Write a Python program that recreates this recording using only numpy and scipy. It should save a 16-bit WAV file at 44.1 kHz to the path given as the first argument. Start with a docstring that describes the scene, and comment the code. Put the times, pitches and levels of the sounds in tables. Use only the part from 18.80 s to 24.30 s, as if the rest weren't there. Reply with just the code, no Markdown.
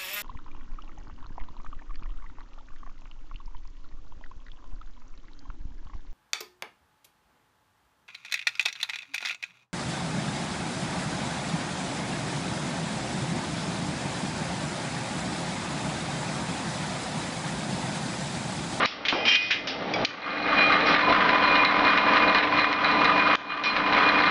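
"""Steel strip rattles, sways and sings through the rolls of a forming line, close by in a workshop.
The rolls chatter on the strip, and rubbing and knocking against its guides make it ring. The feed
stops, a cut-off press clanks and blows off air, a latch clicks, and the feed starts again. Behind
this a geared motor hums, whining under load, and air leaks softly. A few very sharp snaps make an
automatic gain control turn everything down; the whole shop then swells back over half a second."""
import sys
import numpy as np
from scipy import signal
from scipy.fft import rfft, irfft
from scipy.io import wavfile
from scipy.ndimage import uniform_filter1d, minimum_filter1d

SR = 44100
rng = np.random.default_rng(int(sys.argv[2]) if len(sys.argv) > 2 else 0)


def dump_mix(stems):
    """Bounce the given channels to the path in sys.argv[1] as a 16-bit WAV at rate SR."""
    frames = np.atleast_2d(stems).T  # one column per channel
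    limited = np.clip(frames, -1, 1)  # hard clip at full scale
    pcm = np.round(limited * 32767).astype(np.int16)
    wavfile.write(sys.argv[1], SR, pcm)


N = 242550
T = np.arange(N) / SR

# the strip runs, stands for the cut and runs again: t/s, level/dB
FEED_LEVEL = [(.05, 0.5), (.08, -5), (.24, 0.5), (.27, -3.5), (1.22, -16), (1.28, 1), (1.7, 3.5)]
# tone colour of the rattling rolls: f/Hz, level/dB
RATTLE_COLOUR = [(200, -39), (700, -20), (950, -12), (1200, 4), (1380, -5.5), (1550, -0.5), (1800, -5.5),
                 (2100, -5), (2700, -12), (3300, -13.5), (3700, -20), (4100, -24.5), (4700, -23),
                 (6800, -42.5)]
# tones the strip sings when rubbed: f/Hz, level/dB
SINGING_TONES = [(2439, -2), (2844, -18), (3132, -17), (3989, -18), (4114, -13)]
# tones of the shaken strip: f/Hz, level/dB, fade/s (a fade, or t60, is the time to drop 60 dB)
CHINK_TONES = [(2114, 0, 0.9), (2466, 1.5, 0.21), (3957, 1.5, 0.13), (4110, -10.5, 0.072),
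               (4170, -3.5, 0.18), (4070, 0, 0.029), (4060, -19, 0.062)]
# the strip knocks on its guides: t/s, level/dB, strip ring/dB
STRIP_KNOCKS = [(0.032, -26.5, -26), (1.676, -22.5, -30.5), (1.923, -20.5, -11.5), (2.005, -22, -15),
                (2.148, -11, -25.5), (2.33, -21, -13), (2.49, -14.5, -22), (2.754, -16, -23),
                (2.85, -15, -4), (2.986, -21.5, -27), (3.106, -28, -23), (3.175, -15, -15),
                (3.366, -17.5, -19.5), (3.547, -19, -17.5), (3.585, -13.5, -13.5), (3.628, -15.5, -18),
                (3.797, -14.5, -8), (3.928, -15.5, -29), (4.045, -19, -9.5), (4.114, -21.5, -15.5),
                (4.245, -18, -22), (4.379, -24.5, -19.5), (4.837, -14, -10), (4.965, -15, -12),
                (5.124, -18, -23), (5.29, -26, -13), (5.388, -29, -20)]
# the strip scrapes hard along a guide: t/s, length/s, singing/dB, rattle/dB
STRIP_SCRAPES = [(1.789, .06, -18.5, -27.5), (2.335, 0.0045, -50, -15), (2.643, 0.15, -28.5, -42.5),
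                 (3.108, 0.035, -34, -34), (3.362, 0.032, -30, -34.5), (3.79, 0.065, -25, -52),
                 (4.396, .02, -48.5, -33.5), (4.708, 0.016, -13.5, -20.5), (4.857, 0.039, -15, -35),
                 (5.235, .025, -30, -29)]
# blows of the press and its stops: t/s, peak/dB, centre f/Hz, fade/s, tool ring/dB
PRESS_BLOWS = [(0.0584, 12, 2520, 0.014, -31), (0.2514, -1, 2440, 0.14, -34), (0.2837, 2, 2760, 0.15, -28),
               (0.3251, -1, 1030, 0.068, -37), (0.327, -10.5, 305, 0.12, -74),
               (0.347, -10.5, 604, 0.63, -67), (0.4536, -6, 2470, 0.074, -27), (0.48, -17, 2480, 0.2, -1),
               (0.497, -21, 3130, 0.066, -16), (.555, 12, 2590, 0.045, -24),
               (0.7051, -1.5, 2480, 0.053, -12), (0.709, 3, 2400, 0.19, 3.5),
               (0.8724, -16.5, 4200, 0.14, -40), (1.079, -32, 700, 0.49, -56),
               (1.161, -19.5, 700, 0.19, -35), (1.182, -32, 350, 0.15, -56), (1.2487, 12, 3010, 0.029, -13),
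               (4.554, 13.5, 2060, 0.0074, -33.5)]
# ringing tones of the press tools: f/Hz, level/dB, fade/s
TOOL_TONES = [(1968, -6, 0.45), (2077, -14.5, 1), (2410, 1.5, 0.1), (2400, -0.5, 0.086), (2473, 3, 0.37),
              (2805, -6, 0.27), (2920, -2.5, .2), (3136, 3.5, 0.19), (3020, -6, 0.19), (3710, -14, .2),
              (3890, -12, .2), (5000, -9.5, 0.22), (5610, -12, 0.15)]
# air let out by the valves: t/s, length/s, level/dB, fade/s, tool ring/dB
AIR_PUFFS = [(0.057, 0.013, -13.5, 0.4, -55), (0.321, 0.049, -26.5, 0.4, -21.5),
             (0.451, 0.028, -23, 0.13, -17.5), (0.483, .07, -11.5, 0.071, -1.5),
             (0.559, 0.076, -16.5, 0.57, -18), (0.872, 0.0082, -19, 0.29, -58),
             (2.06, 0.038, -30, .2, -40.5), (4.837, .02, -20.5, 0.22, -44)]
# tone colour of those puffs: f/Hz, level/dB
PUFF_COLOUR = [(200, -13), (1500, 3), (2400, 7.5), (3200, 9), (4200, 4), (5600, 5), (7000, -49.5)]
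# a small latch clicks home and bounces: t/s, peak/dB
LATCH_HITS = [(1.138, -10.5), (1.141, -20), (1.16, -20)]
# ringing tones of the latch: f/Hz, level/dB, fade/s
LATCH_TONES = [(2290, 3, .1), (2480, 5.5, .07), (3370, 2, 0.056), (4100, -7, 0.045), (4840, 5, 0.051),
               (5430, -1, .04), (5560, -16, 0.075)]
# hum of the gears: multiple of the shaft rate, level/dB
HUM_TONES = [(3, -55.5), (8, -51), (11, -38.5), (12, -34), (26, -39.5), (29, -43.5), (32, -37), (36, -39)]
# the hum drops as the drive idles during the cut: t/s, level/dB
HUM_LEVEL = [(.2, -3.5), (.35, -4.5), (1.25, -9), (1.6, 1.5)]
# whine of the gears, close tones that beat together: f/Hz, level/dB
WHINE_TONES = [(981, -12), (994.5, -5.5), (1008, -14), (1022, -7.5), (1044, -8)]
# the whine follows the load on the gears: t/s, level/dB
WHINE_LEVEL = [(0, -32), (.25, -56.5), (2.12, -56.5), (2.25, -19), (2.8, -23), (5.5, -25)]
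# tone colour of the rumbling frame: f/Hz, level/dB
RUMBLE_COLOUR = [(20, -29.5), (45, -6), (62, -31.5), (100, -6.5), (140, -9.5), (180, 0.5), (250, -0.5),
                 (350, -4.5), (500, 1.5), (750, 0), (1200, -9), (2500, -11.5), (4000, -15.5), (6800, -43.5)]
# the press thrums as its ram returns: t/s, level/dB
RAM_LEVEL = [(.1, -49), (.3, -54), (.55, -26), (.75, -33.5), (.95, -38), (1.2, -37), (1.3, -28.5),
             (1.5, -70)]
# tone colour of that thrum: f/Hz, level/dB
RAM_COLOUR = [(30, -24.5), (75, -21), (115, -2.5), (160, -14), (220, -4), (300, 1), (600, -23), (3000, -58)]

SHAFT_HZ = 25
SWAY_HZ, SWAY_PEAK_S = 4.293, 3.585  # the strip presses on its guides once a swing


def rolls():
    """Six sets of rolls chatter on the strip, a bit harder twice a shaft turn, much harder in a scrape."""
    rattle = sum(chatter(per_second=80, scatter_db=4, t60=0.045) for _ in range(6))
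    throb = 1 + 0.021 * np.sin(2 * np.pi * 2 * SHAFT_HZ * T)
    scraping = sum(undb(db) * scrape(start, length) for start, length, _, db in STRIP_SCRAPES)
    force = contact(base_db=-24.5, sway_db=1.9) + scraping
    return colour(rattle * throb, RATTLE_COLOUR) * force


def strip_singing(pitch_wander=0.003497, flutter_db=3):
    """Rubbing on the guides keeps the strip's tones singing in a shifting mix."""
    singing = np.zeros(N)
    for hz, db in SINGING_TONES:
        phase = 2 * np.pi * np.cumsum(hz * (1 + pitch_wander * drift(130))) / SR
        singing += undb(db) * unit(np.sin(phase) * undb(flutter_db * drift(45)))
    grip = curve(FEED_LEVEL) ** 2  # the singing dies first as the strip slows
    scraping = sum(undb(db) * scrape(start, length) for start, length, db, _ in STRIP_SCRAPES)
    return singing * (grip * contact(base_db=-39, sway_db=0) + scraping)


def strip_knocks():
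    """Each knock is a spray of tiny bounces and a ring; the rolls shake the same tones into chinking."""
    bounce_colour = [(300, -20), (1300, 7), (2300, 7.5), (4200, -4.5), (7000, -33.5), (12000, -39.5)]
    bounces = colour(chatter(per_second=840, scatter_db=-1, t60=0.0088), bounce_colour)
    knock_level = sum(undb(db) * decay(start, t60=0.14) for start, db, _ in STRIP_KNOCKS)
    strip_ring = ring(CHINK_TONES)
    shaking = chatter(per_second=55, scatter_db=7.5, t60=0.034)
    chinks = unit(through(shaking, strip_ring)) * contact(base_db=-36, sway_db=2)
    kicks = taps((start, db) for start, _, db in STRIP_KNOCKS)
    return knock_level * bounces + chinks + through(kicks, unit_peak(strip_ring))


def press(band_ratio=1.4):
    """Each blow is a burst of noise around its own pitch; blows and puffs of air ring the tools."""
    clanks = np.zeros(N)
    for start, db, hz, t60, _ in PRESS_BLOWS:
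        band = signal.butter(2, [hz / band_ratio, hz * band_ratio], "band", fs=SR, output="sos")
        clanks += undb(db) * unit_peak(signal.sosfilt(band, noise()) * decay(start, t60))
    puff_level, air_on_tools = np.zeros(N), np.zeros(N)
    for start, length, db, t60, ring_db in AIR_PUFFS:
        flow = ((T >= start) & (T < start + length)) + decay(start + length, t60)
        puff_level += undb(db) * flow
        air_on_tools += undb(ring_db) * flow
    bass_cut = signal.butter(2, 1200, "high", fs=SR, output="sos")  # the tools' ringing stays above about 1.2 kHz
    tool_ring = signal.sosfilt(bass_cut, ring(TOOL_TONES))
    kicks = taps((start, db) for start, *_, db in PRESS_BLOWS)
    push = kicks / np.abs(tool_ring).max() + air_on_tools * noise() / np.linalg.norm(tool_ring)
    puffs = puff_level * colour(noise(), PUFF_COLOUR + [(10000, -18)])
    return clanks + through(push, tool_ring) + puffs


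def latch():
    """A light steel part rings with short, bright tones each time it hits."""
    return through(taps(LATCH_HITS), unit_peak(ring(LATCH_TONES)))


def drive(shaft_wander=0.00093, whine_wander=0.002616):
    """The frame rumbles; the gears hum at multiples of the shaft rate and whine under load."""
    effort = curve(HUM_LEVEL)
    rumble = undb(-26) * effort ** 0.34  # follows about a third of the hum's change in dB
    shudder = undb(-24.5) * swell(peak_s=2.3, rise_s=0.041, hold_s=0, t60=1)  # the gears take up load
    frame = colour(noise(), RUMBLE_COLOUR) * (rumble + shudder) * undb(0.36 * drift(40))
    turns = np.cumsum(SHAFT_HZ * (1 + shaft_wander * drift(6))) / SR
    hum = sum(tone(multiple * turns, db) for multiple, db in HUM_TONES)
    uneven_time = T + np.cumsum(whine_wander * drift(15)) / SR
    whine = sum(tone(hz * uneven_time, db) for hz, db in WHINE_TONES)
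    return frame + hum * effort + whine * curve(WHINE_LEVEL)


def ram():
    """The press gives a low thrum as its ram, the moving part, returns."""
    return colour(noise(), RAM_COLOUR) * curve(RAM_LEVEL)


def air_leak():
    """Air escapes from the lines with a faint, steady hiss."""
    return colour(noise(), [(500, -25), (3000, -5), (5600, 3.5), (7000, -18.5)]) * undb(-49)


def contact(base_db, sway_db):
    """Gain of a strip sound: it follows the feed, and grows and shrinks with each swing."""
    swing = np.cos(2 * np.pi * SWAY_HZ * (T - SWAY_PEAK_S))
    return curve(FEED_LEVEL) * undb(base_db + sway_db * swing)


def scrape(start, length):
    """Pressure of one hard scrape."""
    return swell(start, rise_s=0.021, hold_s=length, t60=0.1)


def chatter(per_second, scatter_db, t60):
    """Small random hits on a part that rings briefly at many pitches."""
    hits = rng.random(N) < per_second / SR
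    strength = undb(scatter_db * np.clip(noise(), -2, 2))
    return unit(through(hits * strength, noise() * decay(0, t60)))


def ring(tones):
    """The fading tones of a steel part after one tap."""
    t = T[:SR]
    return sum(undb(db) * np.sin(2 * np.pi * hz * t) * decay(0, t60)[:SR] for hz, db, t60 in tones)


def taps(rows):
    """One sharp tap for each row of t/s, level/dB."""
    hits = np.zeros(N)
    for start, db in rows:
        hits[int(start * SR)] += undb(db)
    return hits


def tone(cycles, db):
    """A pure tone of average (rms) level db, starting anywhere in its cycle."""
    return np.sqrt(2) * undb(db) * np.sin(2 * np.pi * (cycles + rng.random()))


def through(x, response):
    """Play x through a part or a room, given its response to one tap."""
    return signal.fftconvolve(x, response[:SR])[:N]


def colour(x, points):
    """Shape the lows and highs of x by rows of f/Hz, level/dB; the result has average size 1."""
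    hz, db = np.transpose(points)
    freqs = np.maximum(np.fft.rfftfreq(N, 1 / SR), 1)
    gain = undb(np.interp(np.log(freqs), np.log(hz), db))
    return unit(irfft(rfft(x) * gain, N))


def swell(peak_s, rise_s, hold_s, t60):
    """A gain that rises to 1, holds and dies away."""
    rise = np.clip(1 + (T - peak_s) / rise_s, 0, 1)
    return rise * np.exp(-np.log(1000) * np.maximum(T - peak_s - hold_s, 0) / t60)


def decay(start, t60):
    """A gain that jumps to 1 and dies away."""
    return (T >= start) * np.exp(-np.log(1000) * np.maximum(T - start, 0) / t60)


def curve(rows):
    """Gain over time from rows of t/s, level/dB."""
    return undb(np.interp(T, *np.transpose(rows)))


def drift(per_second):
    """A glide between random values, of average size 1."""
    return unit(np.interp(T * per_second, np.arange(2000), rng.standard_normal(2000)))


def noise():
    """Fresh white noise."""
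    return rng.standard_normal(N)


def unit(x):
    """Scale to an average (rms) size of 1."""
    return x / np.sqrt(np.mean(x ** 2))


def unit_peak(x):
    """Scale to a peak of 1."""
    return x / np.abs(x).max()


def undb(db):
    """Turn decibels into a gain."""
    return 10 ** (np.asarray(db) / 20)


def scene():
    """Drive, ram and leaking air fill the shop evenly; the sharp metal sounds echo from its walls."""
    metal = rolls() + strip_singing() + strip_knocks() + press() + latch()
    background = ram() + air_leak()
    walls = noise() * decay(start=0.0072, t60=0.36)
    echo = undb(-12) * through(metal, walls / np.linalg.norm(walls))
    return (metal + echo + drive() + background)[None]


def record(dry, ceiling_db=-9, recovery_db_per_s=34, soften_hz=5900, top_hz=6900):
    """The gain control drops at once on a loud peak and climbs back steadily; high treble is cut."""
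    over_db = np.maximum(20 * np.log10(np.abs(dry[0]) + 1e-9) - ceiling_db, 0)
    recovered_db = recovery_db_per_s * T
    duck_db = np.maximum.accumulate(over_db + recovered_db) - recovered_db
    gain_db = uniform_filter1d(minimum_filter1d(-duck_db, size=65), size=65)  # smooth each drop
    softened = signal.sosfilt(signal.butter(5, soften_hz, fs=SR, output="sos"), dry * undb(gain_db))
    return signal.sosfilt(signal.ellip(10, .2, 80, top_hz, fs=SR, output="sos"), softened)


dry = scene()
out = record(dry)
dump_mix(out)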